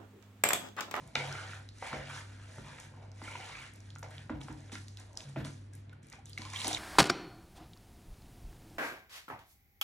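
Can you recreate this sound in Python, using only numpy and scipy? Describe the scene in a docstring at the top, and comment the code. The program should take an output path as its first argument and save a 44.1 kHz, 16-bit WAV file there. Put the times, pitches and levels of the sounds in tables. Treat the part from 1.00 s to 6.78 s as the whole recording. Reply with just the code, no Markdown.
"""Whisking batter in a plastic bowl

A wire whisk is dragged through thick batter: friction and impacts excite the modes of the bowl wall,
films of batter snap and air pockets pop. The kitchen table shudders under the load; late on, water
is poured in. Two appliance tones near 100 Hz beat slowly over the air of the room."""
import sys
import numpy as np
from scipy import signal
from scipy.fft import rfft, irfft, next_fast_len
from scipy.io import wavfile
from scipy.ndimage import uniform_filter1d

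SR = 44100
rng = np.random.default_rng(int(sys.argv[2]) if len(sys.argv) > 2 else 0)


def wav_out(sig):
    """Save sig, one row per channel (or a flat mono array), as 16-bit PCM at SR to the path in sys.argv[1]."""
    wavfile.write(sys.argv[1], SR, np.round(np.clip(np.atleast_2d(sig).T, -1, 1) * 32767).astype(np.int16))


N = 254970
TIME = np.arange(N) / SR


def amp(db):
    """Amplitude ratio of a level in decibels."""
    return 10 ** (np.asarray(db) / 20)


def unit_rms(x):
    """Normalisation to unit mean power."""
    return x / np.sqrt(np.mean(x ** 2) + 1e-20)


def curve_at(points, hz):
    """Interpolation on a logarithmic frequency axis."""
    f, value = np.transpose(points)
    return np.interp(np.log(hz + 1), np.log(f + 1), value)


def add(mix, start, sound):
    """Superposition of a sound from its start time in seconds."""
    part = mix[round(start * SR):][:len(sound)]
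    part += sound[:len(part)]


def resonate(x, hz, width):
    """Second-order resonance of peak gain 1 and bandwidth `width` in Hz."""
    q = max(hz / min(width, SR / 3), 0.3)
    return signal.lfilter(*signal.iirpeak(np.clip(hz, 20, 15000), q, SR), x)


def modal_sum(x, modes):
    """Modal superposition; neighbouring modes alternate in sign."""
    return sum((-1) ** k * amp(db) * resonate(x, hz, width) for k, (hz, width, db) in enumerate(modes))


def colour(x, gain):
    """Linear filtering by the frequency response gain(hz)."""
    size = next_fast_len(N)
    return irfft(rfft(x, size) * gain(np.fft.rfftfreq(size, 1 / SR)), size)[..., :N]


def envelope(start, rise, hold, sag_db_per_s, release_db_per_s):
    """Linear attack, then exponential change at one rate while held and another on release."""
    t = TIME - start
    held = np.clip(t - rise, 0, max(hold, 0))
    released = np.maximum(t - rise - held, 0)
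    return np.clip(t / max(rise, 0.001), 0, 1) * amp(sag_db_per_s * held + release_db_per_s * released)


def wander(cutoff_hz):
    """Slow random modulation: low-passed noise of unit power."""
    return unit_rms(signal.lfilter(*signal.butter(1, cutoff_hz, fs=SR), rng.standard_normal(N)))


def jolts(per_s, spread_db):
    """Poisson impulse train of random sign and exponentially distributed level."""
    size = amp(spread_db * np.minimum(rng.exponential(1, N), 5)) * rng.choice([-1., 1.], N)
    return unit_rms(size * (rng.random(N) < per_s / SR))


# Spectrum of the room noise: f/Hz, relative level/dB
AIR_SPECTRUM = [(15, -62), (25, -0.5), (118, -6), (183, -12.5), (243, -7), (367, -16), (1110, -27.5),
                (1820, -27), (4730, -40), (5820, -63), (9270, -58), (10800, -54), (12000, -77)]
# Its left-right correlation: f/Hz, coefficient
AIR_CORRELATION = [(60, 0.22), (180, 0.76), (550, -0.39), (1650, 0.24), (4970, -0.029), (15000, -0.32)]
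def air():
    """Partial coherence: steady kitchen noise, alike in both channels only in the bass."""
    left, independent = rng.standard_normal((2, N))
    likeness = lambda hz: np.clip(curve_at(AIR_CORRELATION, hz), -1, 1)
    right = colour(left, likeness) + colour(independent, lambda hz: np.sqrt(1 - likeness(hz) ** 2))
    noise = colour(np.array([left, right]), lambda hz: amp(curve_at(AIR_SPECTRUM, hz)) * (hz < 12500))
    return amp(-58) * unit_rms(noise)


HUM_HZ, BEAT_HZ, FIRST_MINIMUM_S = 100.02, 1.197, 0.09
def appliance_hum():
    """Beating: two close tones partly cancel once in each period of their difference frequency."""
    t = TIME - FIRST_MINIMUM_S
    upper, lower = (np.sin(2 * np.pi * hz * t) for hz in (HUM_HZ, HUM_HZ - BEAT_HZ))
    return np.sqrt(2) * (amp(-56) * upper - amp(-58) * lower)


# The bowl presses on the table: t/s, hold/s, level slope/(dB/s), level/dB
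PRESSES = [(0, 0.034, -6, -55.5), (0.139, 0.15, 10, -47), (0.398, 0.17, -10, -63), (0.906, 0.23, -10, -51),
           (1.557, 0.16, -34, -53), (1.826, 0.39, -18.5, -60), (2.33, 0.035, -1, -60),
           (2.488, 0.11, -1, -61), (2.9, 0.33, 10, -59), (3.322, 0.27, -29, -48), (3.723, 0.1, 3, -62.5),
           (4.248, 0.033, 0, -47.5), (4.351, 0.021, -2, -36), (4.45, 0.078, -61, -50),
           (4.708, 0.037, -6, -58.5), (4.85, 0.16, -5, -60), (5.195, 0.34, -2, -63.5), (5.7, .05, 0, -56)]
def table_shudder():
    """Forced vibration: one narrow mode of the table top rings evenly while the bowl presses on it."""
    mode = resonate(rng.standard_normal(N), hz=138.9, width=1.46)
    power = sum((amp(db) * envelope(start, 0.033, hold, sag, release_db_per_s=-200)) ** 2
                for start, hold, sag, db in PRESSES)
    running_power = uniform_filter1d(mode ** 2, size=3000) + 1e-12
    return mode * np.sqrt(power / running_power)


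SWAY_HZ = 57
# Modes of the table top: f/Hz, bandwidth/Hz, gain/dB
TABLE_MODES = [(221.5, 45, -2), (298, 37.6, 4.5), (331, 153, -5)]
# Heavy blows: t/s, peak level/dB, centre f/Hz, frame sway re peak/dB
THUDS = [(0.164, -43.5, 269, -10), (0.929, -40, 184, -7), (1.585, -45, 174, -8), (2.219, -46, 263, -18),
         (3.299, -32, 264, -4.5), (3.494, -40.5, 300, -10), (3.724, -41.5, 238, -12),
         (4.364, -33.5, 236, -11), (4.409, -40, 290, -21), (4.449, -44, 263, -6), (5.388, -43.5, 222, -22),
         (5.65, -40.5, 257, -14), (5.673, -39, 287, -28), (5.722, -46, 285, -23)]
def table_thuds():
    """Structure-borne sound: blows pass through the bowl, ring the table top and sway its frame."""
    out, t = np.zeros(N), np.arange(14000) / SR
    for start, db, hz, sway_db in THUDS:
        push = rng.standard_normal(len(t)) * amp(-60 * t / 0.1) * np.minimum(t / 0.002, 1)
        push[60] += 30  # the blow itself
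        top = modal_sum(push, TABLE_MODES) + 0.097 * resonate(push, 367, 180)
        top = resonate(top, hz, 0.57 * hz)
        frame = resonate(resonate(rng.standard_normal(len(t)), SWAY_HZ, 30), SWAY_HZ, 45)
        sway = amp(-60 * t / 0.26) * np.minimum(t / 0.023, 1) * unit_rms(frame)
        add(out, start, amp(db) * (top / abs(top).max() + amp(sway_db) * sway))
    return out


def squelch(per_s, low_hz, high_hz):
    """Bubble resonance: many small air pockets each ring for a few cycles at their own pitch."""
    out, t = np.zeros(N), np.arange(600) / SR
    for hz in np.geomspace(low_hz, high_hz, num=24):
        cycles = t * hz
        pocket = cycles * np.exp(-cycles / 2.1) * np.sin(2 * np.pi * cycles * (1 + 0.01 * cycles))
        out += signal.oaconvolve(jolts(per_s / 24, spread_db=2.2), pocket / np.linalg.norm(pocket))[:N]
    return unit_rms(out)


# Spectrum of the wet fizz: f/Hz, relative level/dB
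FIZZ_SPECTRUM = [(2200, -7), (3000, -5.5), (4500, -4), (6000, -3), (8000, -5.5), (10000, -3),
                 (11500, -22.5), (12500, -46)]
def fizz():
    """Shot noise: dense tiny impulses and small bubbles merge into a wet, flickering hiss."""
    hiss = colour(jolts(per_s=6000, spread_db=-0.5), lambda hz: amp(curve_at(FIZZ_SPECTRUM, hz)))
    return amp(1.34 * wander(17)) * (unit_rms(hiss) + 0.63 * squelch(500, 3130, 9560))


# Spray of the poured water: t/s, level/dB
POUR = [(5.25, -81), (5.262, -66), (5.365, -67.5), (5.39, -70), (5.48, -65), (5.55, -52.5), (5.6, -46),
        (5.67, -42.5), (5.74, -46), (5.78, -49)]
def poured_water():
    """Air entrainment: the water fizzes and bubbles as it is poured in."""
    gain = amp(np.interp(TIME, *np.transpose(POUR), left=-200))
    return gain * (fizz() + 0.73 * squelch(200, 2630, 3960))


# Air pockets close in batter and water: t/s, level/dB, f/Hz, duration/s
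POPS = [(0.533, -40.5, 1420, 0.0051), (2.236, -48, 2040, 0.014), (2.278, -44, 1360, 0.015),
        (2.352, -37.5, 952, 0.013), (3.35, -52, 970, 0.0067), (4.728, -63, 1600, 0.032),
        (4.927, -52, 1440, 0.013), (5.183, -56, 787, 0.031), (5.376, -31, 2150, 0.0059),
        (5.416, -49, 1005, 0.016), (5.451, -45, 1025, 0.026), (5.53, -46, 1045, 0.029),
        (5.559, -34, 3170, 0.01), (5.569, -37, 3360, 0.0053), (5.589, -41, 3700, 0.0064),
        (5.616, -34, 3280, 0.0052), (5.644, -38, 3680, 0.011), (5.71, -30.5, 726, 0.0081),
        (5.732, -31, 3560, 0.0051), (5.7473, -25.5, 3780, 0.0039), (5.771, -32.5, 2150, 0.0056)]
def bubble_pops():
    """Bubble resonance: a short tone rises as the pocket shrinks, in a splash of noise near its pitch."""
    out, t = np.zeros(N), np.arange(3000) / SR
    for start, db, hz, duration in POPS:
        age = t / max(duration, 0.003)
        tone = np.sin(2 * np.pi * hz * t * (1 + 0.023 * age))
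        splash = unit_rms(resonate(rng.standard_normal(len(t)), hz, 0.44 * hz))
        swell = 4 * age * np.exp(1 - 4 * age)
        add(out, start, amp(db) * swell * (tone + 0.38 * splash))
    return out


SNAP_T60_S, SPRAY_T60_S = 0.007, 0.51
# Films of batter snap off the wires: t/s, peak level/dB, centre f/Hz
TICKS = [(0.076, -43, 9100), (0.154, -18, 3900), (0.326, -32.5, 5540), (0.689, -40, 4170),
         (0.785, -40.5, 6140), (1.8, -36.5, 6900), (2.1165, -45.5, 5400), (2.7367, -44.5, 9050),
         (2.7597, -45, 8900), (2.804, -43.5, 6000), (2.904, -40.5, 3900), (2.9536, -40.5, 5240),
         (2.96, -47, 7000), (2.9847, -39, 7400), (2.9925, -36.5, 11000), (3.0305, -37, 5540),
         (3.086, -47.5, 5300), (3.1068, -43, 9100), (3.181, -37, 3280), (3.414, -37, 3600),
         (3.5272, -42.5, 7380), (3.6057, -46.5, 6000), (3.753, -34, 5700), (3.8822, -35.5, 5400),
         (3.9717, -35.5, 4300), (3.999, -37, 7050), (4.131, -46, 7020), (4.154, -48, 5880),
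         (4.173, -23, 5540), (4.205, -35.5, 3330), (4.4484, -36, 4200), (4.7352, -42, 8150),
         (4.752, -40, 10500), (4.895, -48, 3150), (4.931, -51.5, 9600), (5.031, -47, 7450),
         (5.046, -53, 6700), (5.069, -46, 8700), (5.086, -48, 6200), (5.1, -38.5, 7800), (5.127, -37, 5960),
         (5.155, -47.5, 6070), (5.257, -36, 7000), (5.296, -37, 10500), (5.3318, -37, 4300),
         (5.3837, -32, 4870), (5.4184, -31, 3800), (5.452, -33.5, 4030), (5.501, -37, 5260),
         (5.5346, -29, 5630), (5.6453, -22.5, 5530), (5.67, -21.5, 4400), (5.68, -18.5, 8600),
         (5.73, -20.5, 5700)]
def batter_ticks():
    """Film rupture: each break radiates a brief band of noise, followed by a faint spray."""
    out, t = np.zeros(N), np.arange(3000) / SR
    decay = amp(-60 * t / SNAP_T60_S) + 0.05 * amp(-60 * t / SPRAY_T60_S)
    for start, db, hz in TICKS:
        burst = rng.standard_normal(len(t)) * np.minimum(t / 0.00071, 1) * decay
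        burst[16] += 3.5  # the break itself
        snap = resonate(resonate(burst, hz, 0.4 * hz) + 0.1 * burst, hz, hz)
        add(out, start, amp(db) * snap / abs(snap).max())
    return out


CONTACT_T60_S, RATTLE_T60_S = 0.0015, 0.045
# Modes of the bowl wall, damped by batter: f/Hz, bandwidth/Hz, gain/dB
WALL_MODES = [(520, 140, 0.5), (642, 39, 4.5), (787, 316, -1), (1000, 170, 4), (1393, 350, 4),
              (1693, 530, 2.5), (2093, 340, 4), (2360, 197, 6), (2774, 460, -1), (3160, 380, 3),
              (3650, 1360, -1)]
# Wires strike the wall: t/s, peak level/dB, centre f/Hz
KNOCKS = [(0.154, -15, 2070), (0.154, -24.5, 630), (0.824, -28.5, 840), (0.929, -26, 1030),
          (1.582, -40.5, 560), (1.784, -39, 1390), (2.216, -36.5, 756), (2.959, -37.5, 1250),
          (3.027, -33, 1060), (3.295, -29, 890), (3.483, -36.5, 1060), (3.695, -44.5, 789),
          (3.723, -42, 2370), (3.754, -32.5, 2100), (4.36, -31.5, 670), (4.449, -40, 1690),
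          (4.467, -39, 1240), (5.134, -41, 1120), (5.645, -35, 750), (5.679, -33, 890)]
def wire_knocks():
    """Impact excitation: a sharp contact and a short rattle, cushioned by batter, ring the wall."""
    out, t = np.zeros(N), np.arange(8000) / SR
    decay = amp(-60 * t / CONTACT_T60_S) + 0.26 * amp(-60 * t / RATTLE_T60_S)
    for start, db, hz in KNOCKS:
        force = rng.standard_normal(len(t)) * decay
        force[20] += 6  # the contact itself
        cushioned = signal.lfilter(*signal.butter(3, min(3 * hz, 9000), fs=SR), force)
        wall = resonate(modal_sum(cushioned, WALL_MODES) + 0.16 * cushioned, hz, 0.6 * hz + 150)
        add(out, start, amp(db) * wall / abs(wall).max())
    return out


def rubbed_wall(force, modes, focus_hz, reach, floor, flicker_db):
    """Modal weighting: modes near the focus ring most, each coming and going as the batter shifts."""
    weights = [np.exp(-(np.log(hz / focus_hz) / reach) ** 2) + floor for hz, _, _ in modes]
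    total = np.sqrt(sum(weight ** 2 for weight in weights))
    out = np.zeros(N)
    for k, (weight, mode) in enumerate(zip(weights, modes)):
        flicker = amp(flicker_db * wander(17.5))
        out += (-1) ** k * weight / total * flicker * modal_sum(force, [mode])
    return unit_rms(out)


# Strokes along the wall: t/s, rise/s, hold/s, upper-mode level slope/(dB/s),
# lower-mode level/dB, lower-mode focus f/Hz, upper-mode level/dB, fizz level/dB
STROKES = [(0, 0.00088, 0.2, -22, -62.5, 700, -70.5, -69.5),
           (0.15, 0.004, 0.4, -19.5, -44.5, 760, -44.5, -55), (.72, 0.11, 0.0092, 9, -75, 805, -63, -59.5),
           (0.811, 0.034, 0.077, -12, -52, 860, -48, -58.5),
           (0.923, 0.0076, 0.16, -67, -43, 610, -46.5, -60.5),
           (1.032, 0.1, 0.043, -9, -55.5, 905, -48, -55), (1.261, 0.013, 0.58, 4, -70, 800, -64, -68),
           (1.428, 0.12, 0.03, 6, -62.5, 540, -73, -63.5), (1.633, 0.014, 0.18, -33, -60, 990, -59, -64.5),
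           (1.889, 0.073, 0.13, -8, -61.5, 706, -72.5, -79.5),
           (2.129, 0.097, 0.028, 2, -64, 650, -63.5, -61.5), (2.219, 0.035, 0.25, 5, -57, 850, -53, -58.5),
           (2.472, 0.11, 0.071, -24, -61.5, 830, -50.5, -61.5),
           (2.732, 0.026, 0.15, -22, -72, 680, -69.5, -69.5),
           (3.026, 0.0046, 0.033, -64, -49.5, 695, -61.5, -69),
           (3.087, 0.028, 0.11, -23, -64, 685, -60.5, -65.5),
           (3.297, 0.0036, 0.021, -60, -46, 730, -57.5, -88),
           (3.402, 0.0046, 0.013, -30, -60, 840, -60.5, -59.5),
           (3.481, 0.003, 0.015, -31, -55, 900, -59.5, -67), (3.551, 0.04, 0.18, -19, -69, 640, -67, -66.5),
           (3.717, 0.002, 0.016, -2, -61.5, 920, -55.5, -53),
           (3.887, 0.0021, 0.055, -40, -78, 557, -87, -70),
           (3.972, 0.0049, 0.03, -44, -64.5, 895, -64.5, -63.5),
           (4.07, 0.015, 0.059, 2, -66.5, 695, -85, -75),
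           (4.165, 0.0041, 0.14, -39, -59.5, 676, -64.5, -62),
           (4.358, 0.0032, 0.011, -56, -51, 650, -49, -84),
           (4.443, 0.003, 0.0088, -40, -53.5, 587, -57.5, -53.5),
           (4.727, 0.0034, 0.0054, -4, -92, 700, -70, -68), (4.883, 0.017, 0.043, -14, -72, 750, -75, -87),
           (5.019, 0.0092, 0.11, -3, -91, 720, -75, -74.5),
           (5.117, 0.0041, 0.013, -4, -64.5, 860, -59.5, -71.5),
           (5.38, 0.0051, 0.16, -13, -60, 970, -59, -59), (5.523, 0.015, 0.11, 3, -60.5, 1020, -51, -69),
           (5.643, 0.0054, 0.16, -42, -43.5, 800, -51, -61)]
def stroke_gains():
    """Incoherent addition: strokes sum in power, giving three gains and a power-weighted lower focus."""
    low, weighted_hz, high, wet = np.full((4, N), 1e-20)
    for start, rise, hold, sag, low_db, focus_hz, high_db, fizz_db in STROKES:
        low_power = (amp(low_db) * envelope(start, rise, hold, 1.87 * sag, release_db_per_s=-190)) ** 2
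        low += low_power
        weighted_hz += focus_hz * low_power
        high += (amp(high_db) * envelope(start, rise, hold, sag, release_db_per_s=-190)) ** 2
        wet += (amp(fizz_db) * envelope(start, rise, hold, 0.61 * sag, release_db_per_s=-110)) ** 2
    return np.sqrt(low), np.sqrt(high), np.sqrt(wet), weighted_hz / low


WALL_CUTOFF_HZ = 9200
# The focus of the upper modes follows the place where the wires touch: t/s, f/Hz
UPPER_FOCUS = [(.22, 2120), (.31, 1410), (.95, 2040), (1.1, 1460), (2.25, 2050), (2.46, 2730), (2.6, 1840),
               (4.4, 1710), (5.4, 2200)]
def whisk_strokes():
    """Stick-slip friction: wires slip over sugar grains and shake the wall; the wet batter fizzes."""
    low_gain, high_gain, fizz_gain, low_hz = stroke_gains()
    high_hz = np.interp(TIME, *np.transpose(UPPER_FOCUS))
    slips = jolts(per_s=5000, spread_db=3)
    low = rubbed_wall(slips, WALL_MODES[:4], low_hz, reach=0.23, floor=0.5, flicker_db=3.2)
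    low += 0.25 * squelch(150, 530, 1170)
    high = rubbed_wall(slips, WALL_MODES[4:], high_hz, reach=0.2, floor=0.6, flicker_db=2.6)
    high += 0.45 * squelch(300, 1217, 3050)
    low, high = colour(np.array([low, high]), lambda hz: 1 / (1 + (hz / WALL_CUTOFF_HZ) ** 10))
    return low_gain * low + high_gain * high + fizz_gain * fizz()


# Level difference at the microphone ports: f/Hz, left minus right/dB
PORT_LEVEL = [(400, -4), (1000, 0.5), (2500, -1.5), (5000, -2.5), (9000, 1.5)]
# Phase difference at the ports: f/Hz, lead of left/rad
PORT_PHASE = [(400, 0), (650, -.5), (1120, .5), (1810, .2), (2500, 1.3), (3880, .8), (4650, 2.3),
              (5250, 5.5), (6460, 7.1), (9470, 8.4), (11300, 9.3)]
def direct_sound(x):
    """Level and phase differences: each microphone port hears the bowl with its own gain and lag."""
    side = np.array([[0.5], [-0.5]])
    gain = lambda hz: amp(side * curve_at(PORT_LEVEL, hz))
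    return colour(x[None], lambda hz: gain(hz) * np.exp(1j * side * curve_at(PORT_PHASE, hz)))


# Reverberation time of the kitchen: f/Hz, T60/s
ROOM_T60 = [(100, 0.7), (1000, 0.27), (4000, 0.23), (12000, 0.054)]
def room(x):
    """Reverberation: sparse echoes of random sign, each band decaying at its own rate."""
    echoes = np.zeros((2, SR // 2))
    delays = np.arange(300, SR // 2 - 20, 20) + rng.integers(0, 20, (2, (SR // 2 - 301) // 20))
    np.put_along_axis(echoes, delays, rng.choice([-1., 1.], delays.shape), 1)
    hz, t, bands = signal.stft(echoes, SR, nperseg=256)
    decay = amp(-60 * t / curve_at(ROOM_T60, hz)[:, None])
    tail = signal.istft(bands * decay, SR, nperseg=256)[1]
    return signal.fftconvolve(x[None], tail / np.linalg.norm(tail[0]), axes=1)[:, :N]


def scene():
    """Superposition: direct and reverberant sound of the bowl over the shudder, hum and air."""
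    bowl = whisk_strokes() + poured_water() + wire_knocks() + table_thuds()
    snaps = batter_ticks() + bubble_pops()
    reverberation = room(amp(-8.5) * bowl + amp(-15) * snaps)
    return direct_sound(bowl + snaps) + reverberation + table_shudder() + appliance_hum() + air()


MONO_BELOW_HZ, BAND_LIMIT_HZ = 330, 15900
# Overall tone colour, with deep bass cut, a peak near 11.5 kHz and a dip above it: f/Hz, gain/dB
TONE_COLOUR = [(20, -51), (33, -20), (45, 1.5), (10000, -0.5), (11500, 10.5), (13000, -9), (16000, 5)]
def record(dry):
    """Spectral shaping: bass nearly mono, deep bass removed, top treble uneven and cut near 16 kHz."""
    mid = dry.mean(axis=0)
    width = lambda hz: np.maximum(1 / np.sqrt(1 + (MONO_BELOW_HZ / (hz + 1)) ** 6), 0.1)
    side = colour(dry - mid, width)
    heard = colour(mid + side, lambda hz: amp(curve_at(TONE_COLOUR, hz)))
    lowpass = signal.firwin(511, BAND_LIMIT_HZ, window=("kaiser", 9), fs=SR)
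    return signal.oaconvolve(heard, lowpass[None], "same")


dry = scene()
out = record(dry)
wav_out(out)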